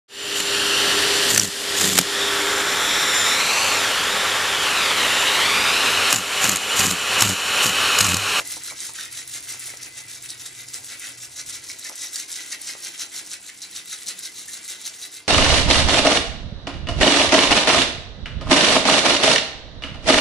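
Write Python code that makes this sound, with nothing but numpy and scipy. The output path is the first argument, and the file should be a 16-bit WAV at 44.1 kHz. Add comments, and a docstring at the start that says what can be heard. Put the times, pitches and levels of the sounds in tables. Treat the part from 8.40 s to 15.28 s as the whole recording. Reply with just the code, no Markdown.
"""A small plastic shaker of sugar sprinkles, shaken about six times a second over a kitchen tray.
On each stroke the grains slide, pile against the end and ring the hollow tub; on the way back they
rattle more softly. Single grains tick, clumps knock and the hand bumps the tub now and then.
Behind it: room air, a faint hum and a low distant drone that fades."""
import sys
import numpy as np
from scipy import signal
from scipy.fft import rfft, irfft, next_fast_len
from scipy.io import wavfile
from scipy.ndimage import map_coordinates

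SR = 44100
rng = np.random.default_rng(int(sys.argv[2]) if len(sys.argv) > 2 else 0)


def transcribe(signal):
    """Save signal, clipped to [-1, 1], as a 16-bit WAV file at the path in sys.argv[1]."""
    frames = np.atleast_2d(signal).T
    limited = np.clip(frames, -1, 1)
    pcm = np.round(limited * 32767).astype(np.int16)
    wavfile.write(sys.argv[1], SR, pcm)


N = 303363

# hand strokes: t/s, rattle/dB, length/s, draw-back lead/s, draw-back/dB, cavity/dB, cavity/Hz, plate/Hz
STROKES = [(0.002, -26, 0.016, 0.052, -28, -43, 2050, 4200),
           (0.117, -30.5, 0.08, 0.05, -36, -45.0, 2020, 4040),
           (0.278, -29.5, 0.049, 0.048, -40, -48, 2000, 4120),
           (0.432, -31, 0.071, 0.048, -39.5, -44, 2030, 3870),
           (0.609, -32, 0.058, 0.051, -34, -42.5, 1890, 3770),
           (0.783, -31.5, 0.05, 0.056, -35, -45, 2010, 3930),
           (0.947, -30.5, 0.05, 0.059, -38, -42, 2100, 3920),
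           (1.108, -32.0, 0.067, 0.066, -36.5, -42.5, 2050, 3800),
           (1.277, -32.5, 0.065, 0.058, -33.0, -44.5, 1980, 3860),
           (1.438, -34.5, 0.048, 0.062, -41, -44.5, 2010, 3890),
           (1.583, -32.5, 0.035, 0.055, -42.5, -43.5, 2010, 3800),
           (1.743, -35.5, 0.048, 0.046, -37.5, -49, 2060, 3820),
           (1.903, -34.5, 0.044, 0.06, -35.5, -48, 1980, 3820),
           (2.056, -34, 0.038, 0.048, -37, -48.5, 2010, 3800),
           (2.197, -34, 0.041, 0.05, -42.5, -48, 2050, 3800),
           (2.352, -31.5, 0.038, 0.065, -40.5, -42.5, 2020, 4050),
           (2.511, -33, 0.052, 0.057, -38.5, -42.5, 2020, 3800),
           (2.653, -34.5, 0.083, 0.028, -37.5, -42.5, 1990, 3700),
           (2.828, -34.5, 0.043, 0.047, -42, -45.5, 2070, 3670),
           (2.986, -32.5, 0.042, 0.059, -39.5, -45, 2070, 3940),
           (3.143, -36, 0.051, 0.057, -33, -48, 2010, 4040),
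           (3.295, -35, 0.045, 0.052, -37, -48.5, 1950, 4200),
           (3.454, -34.5, 0.066, 0.066, -36.5, -44, 2025, 3900),
           (3.624, -31.5, 0.07, 0.053, -38.5, -45.0, 1960, 3840),
           (3.799, -30.5, 0.048, 0.052, -31.5, -46, 2120, 3890),
           (3.961, -33.5, 0.09, 0.057, -36.5, -43.5, 2030, 3880),
           (4.125, -31.5, 0.032, 0.048, -38, -40.5, 2055, 4000),
           (4.287, -32, 0.049, 0.057, -35, -42.5, 1940, 4080),
           (4.451, -33.5, 0.056, 0.062, -38.5, -40.5, 2060, 4000),
           (4.611, -27.5, 0.034, 0.064, -37.5, -39.5, 2020, 4070),
           (4.772, -30, 0.039, 0.043, -35.5, -41.5, 2040, 3880),
           (4.925, -31.5, 0.031, 0.043, -38.0, -42.5, 2000, 4100),
           (5.082, -37.5, 0.023, 0.04, -44, -48.5, 2000, 4070),
           (5.232, -34, 0.031, 0.059, -42.5, -45, 2100, 4030),
           (5.37, -33.5, 0.041, 0.051, -41, -46, 2010, 3820),
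           (5.52, -31.0, 0.051, 0.04, -41.5, -44, 2040, 3890),
           (5.686, -28.5, 0.029, 0.066, -39.5, -39.5, 1955, 4080),
           (5.847, -33, 0.039, 0.057, -37.5, -46, 2030, 3880),
           (5.99, -33.5, 0.045, 0.058, -43.5, -49.5, 2190, 3970),
           (6.145, -35, 0.043, 0.046, -38.5, -44.5, 2070, 4000),
           (6.309, -32.0, 0.046, 0.06, -38, -42.5, 2040, 3790),
           (6.463, -29.5, 0.031, 0.051, -38.5, -44.5, 2050, 3920),
           (6.629, -36.5, 0.06, 0.078, -39.5, -45, 2010, 3960),
           (6.766, -38.5, 0.033, 0.028, -38, -52.5, 2080, 3920)]
# loose grains rolling: t/s, level/dB
ROLLING = [(0, -49.5), (1.6, -47), (3.3, -48.5), (4.6, -47), (5.1, -47), (6.5, -45), (6.79, -49),
           (6.82, -56), (6.88, -57)]
# end plate ring and landing thud as the tub empties: t/s, plate gain/dB, thud gain/dB
FILL = [(0, -12, -10), (0.7, -8, -12.5), (1.3, -23, -11), (1.9, -5.5, -10), (2.5, -15, -12),
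        (3.3, -9, -7.5), (4.5, -9.5, -12.5), (5.6, -5, -15), (6.3, -6.5, -10.5), (6.7, -4, -12.5)]


def amp(db):
    """Decibels to gain."""
    return 10 ** (np.asarray(db) / 20)


def unit(x):
    """Scale to rms 1."""
    return x / np.sqrt(np.mean(x ** 2) + 1e-20)


def along(points, hz):
    """Interpolate (f/Hz, value) points on a log axis."""
    f, value = np.transpose(points)
    return np.interp(np.log(hz + 1), np.log(f + 1), value)


def clock():
    """Sample times in s."""
    return np.arange(N) / SR


def curves(rows):
    """One per-sample curve for each column after t/s."""
    t, *columns = np.transpose(rows)
    return [np.interp(clock(), t, column) for column in columns]


def wobble(rate_hz):
    """Smooth random curve, rate_hz knots a second."""
    t = clock()[::32]
    return np.interp(clock(), t, map_coordinates(rng.standard_normal(4096), [t * rate_hz], mode="wrap"))


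def filtered(x, response):
    """Apply a complex frequency response."""
    size = 2 * next_fast_len((N + SR // 2) // 2)
    return irfft(rfft(x, size) * response(np.fft.rfftfreq(size, 1 / SR)), size)[..., :N]


def highpass(x, edge_hz, order=3):
    """Low cut: a small body radiates little bass."""
    return signal.sosfilt(signal.butter(order, edge_hz, "highpass", fs=SR, output="sos"), x)


def causal(gain):
    """Minimum-phase response with this gain: rings only after a hit."""
    cepstrum = irfft(np.log(np.maximum(gain, 1e-6)))
    half = len(cepstrum) // 2
    cepstrum[1:half] *= 2
    cepstrum[half + 1:] = 0
    return np.exp(rfft(cepstrum))


def resonance(hz, centre_hz, width_hz):
    """Response of one damped mode."""
    return 1j * hz * width_hz / (centre_hz ** 2 - hz ** 2 + 1j * hz * width_hz)


def modes(hz, rows):
    """Summed response of (f/Hz, width/Hz, level/dB) modes."""
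    return sum(amp(db) * resonance(hz, centre_hz, width_hz) for centre_hz, width_hz, db in rows)


def noise(spectrum):
    """Coloured noise of rms 1."""
    return unit(filtered(rng.standard_normal(N), lambda hz: amp(along(spectrum, hz))))


def surges(rows, sharpness=1.56):
    """Summed power of grain surges (t/s, level/dB, rise/s, fall/s)."""
    t = clock()[::32]
    power = 0
    for peak_s, db, rise_s, fall_s in rows:
        distance = np.abs((t - peak_s) / np.where(t < peak_s, rise_s, fall_s))
        power += amp(db) ** 2 * np.exp(-distance ** sharpness)
    return np.interp(clock(), t, power) + 1e-12


def forward_power(db, lag_s=0, stretch=1, rise_share=.42):
    """One surge per forward stroke; the grains gather speed over rise_share of it."""
    t, _, length_s, *_ = np.transpose(STROKES)
    span_s = stretch * length_s
    return surges(zip(t + lag_s, db, span_s * rise_share, span_s * (1 - rise_share)))


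def back_power(rise_s=.016, fall_s=.022):
    """The draw-back before each stroke throws the grains against the lid."""
    return surges((t - lead_s, db, rise_s, fall_s) for t, _, _, lead_s, db, *_ in STROKES)


def impacts(power, rate_hz, scatter_db):
    """Random collisions carrying this power: a stronger surge brings more and harder ones."""
    chance = np.clip(rate_hz / SR * unit(np.sqrt(power)), 1e-6, 1)
    luck, hardness, polarity = rng.random((3, N))
    hit = luck < chance
    size = amp(scatter_db * np.sqrt(12) * hardness[hit]) * np.sign(polarity[hit] - .5)
    out = np.zeros(N)
    out[hit] = unit(size) * np.sqrt(power[hit] / chance[hit])
    return out


def ringing(power, body, rate_hz, scatter_db, pitch_hz, hop_s=.025, detune=.007, load_db=2):
    """Grains strike a body; every hop_s the sliding load shifts its modes in pitch and level."""
    blows = impacts(power, rate_hz, scatter_db)
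    out = np.zeros(N + SR)
    hop, size = round(hop_s * SR), 4096
    hz = np.fft.rfftfreq(size, 1 / SR)
    stroke_s = [row[0] for row in STROKES]
    pitch_ratios = np.clip(pitch_hz / np.median(pitch_hz), .94, 1.07)
    for start in range(0, N, hop):
        ratio = np.interp(start / SR, stroke_s, pitch_ratios)
        loaded = [(centre_hz * ratio * (1 + detune * rng.normal()), width_hz, db + load_db * rng.normal())
                  for centre_hz, width_hz, db in body]
        out[start:start + size] += irfft(rfft(blows[start:start + hop], size) * modes(hz, loaded))
    return np.sqrt(power.mean()) * unit(out[:N])


def hits(rows, spread_hz, t60_s):
    """Short blows (t/s, peak/dB, f/Hz), each ringing a fresh cluster of damped modes."""
    out, t = np.zeros(N + SR), np.arange(SR // 12) / SR
    for start_s, db, pitch_hz in rows:
        mode_hz = pitch_hz + spread_hz * rng.uniform(-1, 1, (24, 1))
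        strength = rng.standard_normal((24, 1))
        ring = np.sum(strength * np.sin(2 * np.pi * mode_hz * t), axis=0)
        blow = ring * amp(-60 * t / t60_s)
        out[round(start_s * SR):][:len(t)] += amp(db) * blow / np.abs(blow).max()
    return out[:N]


def grain_clicks(power):
    """Grains click on each other and on the plastic, each at a pitch set by its size."""
    # click spectrum: f/Hz, level/dB
    spectrum = [(300, -58), (1200, -14.5), (1500, -12), (2050, -6), (2440, -11.5), (2700, -10),
                (3200, -8.5), (3800, -2.5), (4300, -3.5), (4850, -3), (5500, 0), (6200, 0.5), (7500, 0.5),
                (9500, -0.5), (11200, 0.5), (13000, -1), (15700, -17)]
    pitches_hz = np.geomspace(3600, 13000, num=9)
    click = lambda hz, pitch_hz: resonance(hz, pitch_hz, .15 * pitch_hz)
    grains = np.zeros(N)
    for pitch_hz in pitches_hz:
        size_share = unit(amp(1.7 * wobble(20))) ** 2
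        sliding = impacts(power * size_share, rate_hz=480, scatter_db=1.2)
        flying = .25 * impacts(power, rate_hz=40, scatter_db=1.8)
        grains += filtered(sliding + flying, lambda hz: click(hz, pitch_hz))
    bank_gain = lambda hz: np.sqrt(sum(np.abs(click(hz, p)) ** 2 for p in pitches_hz) + 1e-4)
    clicks = filtered(grains, lambda hz: causal(amp(along(spectrum, hz)) / bank_gain(hz)))
    return np.sqrt(power.mean()) * unit(clicks)


def rattle():
    """Grains surge in clumps, click, and ring the end plate and the stiff side wall."""
    # end plate and side wall modes: f/Hz, width/Hz, level/dB
    plate_modes = [(3786, 70, 2), (3905, 105, 15), (4200, 110, 7)]
    wall_modes = [(4510, 150, -0.5), (5520, 310, 1.5), (6050, 710, 4.5)]
    # wall ring relative to the rattle: t/s, gain/dB
    wall_gains = [(0, -9.5), (2.4, -18.5), (3.0, -5), (3.3, -4), (3.9, -6), (4.3, -2.5), (4.8, -6.5),
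                  (5.5, -6.5), (6.1, -6.5), (6.8, -13)]
    _, stroke_db, *_, cavity_hz, plate_hz = np.transpose(STROKES)
    (rolling_db,), (plate_db, _), (wall_db,) = curves(ROLLING), curves(FILL), curves(wall_gains)
    forward, back = forward_power(stroke_db), back_power()
    clumps = unit(amp(1.7 * wobble(130) + 1.2 * wobble(420))) ** 2
    clicks = grain_clicks((forward + back + amp(rolling_db) ** 2) * clumps)
    plate_power = (forward + .25 * back) * amp(plate_db) ** 2
    plate = ringing(plate_power, plate_modes, rate_hz=420, scatter_db=5, pitch_hz=plate_hz)
    wall_power = forward * clumps * amp(wall_db) ** 2
    wall = ringing(wall_power, wall_modes, rate_hz=540, scatter_db=6.5, pitch_hz=cavity_hz)
    return amp(-.68) * clicks + amp(-2) * plate + amp(.7) * wall


def tub(thud_lag_s=.015, thud_rise_s=.035, thud_fall_s=.047):
    """The mass of grains lands just after the first clicks, rings the cavity and thuds on the end."""
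    # hollow tub modes: f/Hz, width/Hz, level/dB
    cavity_modes = [(1480, 100, 0), (1646, 150, 1.5), (1870, 80, -6), (2020, 85, 12), (2253, 140, 4.5),
                    (2604, 110, 4.5), (3100, 940, -2)]
    # landing thud: f/Hz, level/dB
    thud_spectrum = [(60, -40), (200, -8), (300, 1.5), (420, -7), (560, -4), (900, -5.5), (1300, -17.5),
                     (2500, -21.5)]
    stroke_s, *_, cavity_db, cavity_hz, _ = np.transpose(STROKES)
    (rolling_db,), (_, thud_db) = curves(ROLLING), curves(FILL)
    forward = forward_power(cavity_db, lag_s=.012, stretch=.96)
    power = forward + amp(-14) ** 2 * back_power() + amp(rolling_db - 11.5) ** 2
    flares = unit(amp(2.6 * wobble(45))) ** 2  # larger clumps
    ring = ringing(power * flares, cavity_modes, rate_hz=310, scatter_db=1.3, pitch_hz=cavity_hz)
    ring = unit(highpass(ring, edge_hz=1250, order=8))
    landing = surges((t + thud_lag_s, db, thud_rise_s, thud_fall_s) for t, db in zip(stroke_s, cavity_db))
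    blows = impacts(landing, rate_hz=1200, scatter_db=11)
    thud = unit(filtered(blows, lambda hz: causal(amp(along(thud_spectrum, hz)))))
    return np.sqrt(power.mean()) * (amp(.5) * ring + amp(thud_db) * thud)


def drone(tone_hz=127.5):
    """A distant rumble with a wavering low tone; both fade."""
    # rumble spectrum: f/Hz, level/dB
    spectrum = [(20, -31), (42, -15), (70, -10.5), (105, -5.5), (140, -12.5), (175, -16), (400, -28.5),
                (1500, -57)]
    # rumble and tone: t/s, level/dB
    rumble_levels = [(0, -58), (.7, -61.5), (2.3, -62.5), (2.75, -65), (3.1, -58), (3.5, -70)]
    tone_levels = [(0, -74), (.95, -61), (2.35, -61), (2.65, -71), (2.78, -55), (2.95, -69), (3.1, -67),
                   (3.5, -78.5)]
    (rumble_db,), (tone_db,) = curves(rumble_levels), curves(tone_levels)
    tone_rms = amp(tone_db + 1.7 * wobble(35))
    phase = 2 * np.pi * np.cumsum(tone_hz + 2.96 * wobble(7.7)) / SR
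    return amp(rumble_db) * noise(spectrum) + np.sqrt(2) * tone_rms * np.sin(phase)


def room_air():
    """Stereo air noise with faint narrow tones and a blurred hum."""
    # air spectrum: f/Hz, level/dB
    spectrum = [(20, -32), (45, -20), (110, -13.5), (210, -17), (290, -1), (400, -5), (550, -15.5),
                (1000, -11.5), (2000, -16), (5000, -7), (15000, -43)]
    # tones in the air: f/Hz, width/Hz, level/dB
    tone_modes = [(272.6, 19, 7), (313, 15, -11), (472.4, 12, 9.5), (674, 21, 6.5)]
    # hum: t/s, level/dB
    hum_levels = [(0, -91), (2.6, -73), (3.3, -102), (4.1, -81), (4.6, -69.5), (6.2, -67.5), (6.88, -81)]
    hum_db, = curves(hum_levels)
    hum = unit(filtered(rng.standard_normal(N), lambda hz: resonance(hz, 187, width_hz=26) ** 2))
    tones = unit(filtered(rng.standard_normal(N), lambda hz: modes(hz, tone_modes)))
    centre = amp(-55 + 1.4 * wobble(5.4)) * noise(spectrum)
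    diffuse = np.array([noise(spectrum), noise(spectrum)])
    return centre + amp(hum_db) * hum + amp(-68) * tones + amp(-58.5) * diffuse


def hand_bumps(t60_s=.022, attack_s=.00058):
    """The hand bumps the tub: a soft, broad thump with no clear pitch."""
    # bumps: t/s, peak/dB
    bumps = [(0.007, -27), (0.167, -31), (0.311, -35), (0.320, -31), (0.492, -33.5), (0.980, -38),
             (1.144, -36), (1.338, -34), (3.496, -35), (3.515, -36), (4.351, -33)]
    # bump spectrum: f/Hz, level/dB
    spectrum = [(100, -22), (330, -5), (450, 1), (600, -2), (1000, 0), (1500, -8), (3000, -22), (8000, -50)]
    out, t = np.zeros(N + SR), np.arange(SR // 12) / SR
    envelope = (1 - np.exp(-t / attack_s)) * amp(-60 * t / t60_s)
    dull = noise(spectrum)
    for start_s, db in bumps:
        start = round(start_s * SR)
        thump = envelope * dull[start:start + len(t)]
        out[start:start + len(t)] += amp(db) * thump / np.abs(thump).max()
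    return out[:N]


def grain_ticks():
    """Single grains hit hard and jostle their neighbours."""
    # hard hits: t/s, level/dB, f/Hz, neighbours' level/dB
    hard_hits = [(0.0749, -15, 9700, -29), (0.236, -19, 9800, -29), (0.3, -21, 5800, -25),
                 (0.404, -17, 6600, -22), (0.536, -22, 11000, -33), (0.8285, -26, 7500, -37),
                 (0.8764, -24, 11000, -27), (0.8959, -21, 10400, -34), (0.9373, -20, 6500, -28),
                 (1.0064, -24, 9800, -37), (1.1951, -19, 11000, -26), (1.2015, -22, 11000, -30),
                 (1.3715, -19, 9500, -29), (1.4324, -21, 8300, -29), (1.8246, -25, 10000, -28),
                 (1.8905, -22, 6500, -31), (1.9038, -14, 6700, -22), (2.019, -25, 7000, -37),
                 (2.2856, -22, 7300, -37), (2.3428, -15, 7900, -27), (2.445, -22, 7900, -36),
                 (2.5964, -23, 9200, -34), (2.6703, -23, 6600, -27), (2.8543, -25, 6400, -36),
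                 (3.0129, -22, 7200, -32), (3.0619, -25, 7800, -29), (3.0951, -19, 7000, -27),
                 (3.1075, -18, 5400, -32), (3.1409, -23, 4800, -33), (3.3158, -22, 5700, -34),
                 (3.395, -22, 9200, -33), (3.4474, -23, 8400, -31), (3.4957, -19, 8300, -33),
                 (3.556, -22, 11000, -30), (3.5946, -23, 5800, -33), (3.6197, -19, 6500, -28),
                 (3.7581, -14, 6400, -19), (3.7663, -16, 5600, -26), (3.785, -22, 7000, -30),
                 (3.9034, -24, 4900, -30), (3.9167, -16, 7600, -29), (3.9277, -17, 6900, -29),
                 (3.941, -18, 5000, -29), (3.9576, -17, 5800, -26), (4.0152, -20, 4500, -32),
                 (4.0334, -22, 7400, -35), (4.1216, -17, 6600, -27), (4.2165, -17, 10400, -30),
                 (4.2822, -18, 5600, -28), (4.288, -19, 5600, -27), (4.311, -19, 5400, -26),
                 (4.3161, -20, 5400, -32), (4.8634, -23, 8600, -29), (4.915, -19, 6500, -31),
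                 (4.9335, -19, 6000, -28), (5.0832, -24, 6500, -35), (5.0988, -24, 6200, -38),
                 (5.2181, -21, 7800, -27), (5.3621, -19, 5900, -23), (5.4582, -23, 11000, -32),
                 (5.5665, -23, 5900, -35), (5.5887, -24, 5700, -35), (5.6331, -22, 9300, -35),
                 (5.6655, -22, 11000, -27), (5.6718, -19, 5420, -22), (5.7915, -17, 11000, -23),
                 (6.0823, -21, 8500, -26), (6.2457, -25, 11000, -36), (6.2792, -18, 9800, -34),
                 (6.4528, -20, 4800, -22), (6.4687, -19, 6000, -28), (6.497, -24, 4000, -29),
                 (6.6146, -24, 4500, -33), (6.6325, -21, 8100, -29), (6.742, -26, 7600, -36)]
    ticks = hits([(t, db, hz) for t, db, hz, _ in hard_hits], spread_hz=3800, t60_s=.006)
    skitter = hits([(t, db, hz) for t, _, hz, db in hard_hits], spread_hz=3000, t60_s=.035)
    return highpass(ticks, edge_hz=3800) + amp(-1.5) * highpass(skitter, edge_hz=3400)


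def clump_knocks():
    """The tub knocks as a clump lands."""
    # knocks: t/s, level/dB, f/Hz
    knocks = [(0.282, -32, 1600), (0.300, -32, 2090), (0.445, -33.5, 1550), (0.586, -26, 1655),
              (1.225, -32, 2030), (1.293, -29, 2000), (1.337, -31.5, 2100), (1.469, -31.5, 2090),
              (2.640, -30, 1740), (3.300, -28.5, 2145), (3.454, -31, 1995), (3.764, -31.5, 1690),
              (4.130, -27, 2000), (4.294, -29, 2030), (5.097, -32.5, 1900), (6.083, -36, 1980)]
    return highpass(hits(knocks, spread_hz=253, t60_s=.038), edge_hz=1250)


def kitchen(x, positions=20):
    """Short diffuse tail, different on each side, that changes as the shaker moves about."""
    # room decay: f/Hz, t60/s
    decay = [(200, 0.021), (2500, 0.24), (12000, 0.11)]
    out = np.zeros((2, N + SR))
    hop, predelay = N // positions + 1, SR // 300
    for start in range(0, N, hop):
        hz, t, bins = signal.stft(rng.standard_normal((2, SR // 3)), SR, nperseg=256)
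        _, tail = signal.istft(bins * amp(-60 * t / along(decay, hz)[:, None]), SR, nperseg=256)
        wet = signal.fftconvolve(x[None, start:start + hop], tail / np.linalg.norm(tail[0]), axes=1)
        out[:, start + predelay:][:, :wet.shape[1]] += wet
    return out[:, :N]


def scene():
    """The shaker close by, its kitchen reverb and the background."""
    bright = grain_ticks() + rattle()
    hollow = tub() + amp(-1) * clump_knocks() + hand_bumps()
    reverb = kitchen(amp(-7.5) * bright + amp(-1.5) * hollow)
    return bright + hollow + reverb + drone() + room_air()


def record(dry, top_hz=15750):
    """The microphone widens some bands more than others; its two channels differ in phase in the treble."""
    # stereo width: f/Hz, side gain/dB
    side_gains = [(120, 3), (300, -8), (550, -3.5), (800, -1.5), (1200, 0.5), (1650, -7), (2000, -5),
                  (2300, -12), (2440, 9), (2550, 2), (2800, -3.5), (3200, 5.5), (3800, -32), (4600, 4.5),
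                  (5800, -9), (7500, 4.5), (11000, -0.5), (12500, -74)]
    # left channel's phase lead: f/Hz, phase/rad
    channel_lead = [(0, 0), (3500, .03), (5800, .28), (8000, 1.1), (10000, 1.85), (11600, 2.45), (12500, 3.05)]
    mid = (dry[0] + dry[1]) / 2
    side = filtered((dry[0] - dry[1]) / 2, lambda hz: amp(along(side_gains, hz)))
    turn_rad = lambda hz: np.interp(hz, *np.transpose(channel_lead)) / 2
    phases = lambda hz: np.exp(1j * np.array([turn_rad(hz), -turn_rad(hz)]))
    return filtered(np.array([mid + side, mid - side]), lambda hz: phases(hz) * (hz < top_hz))


dry = scene()
out = record(dry)
transcribe(out)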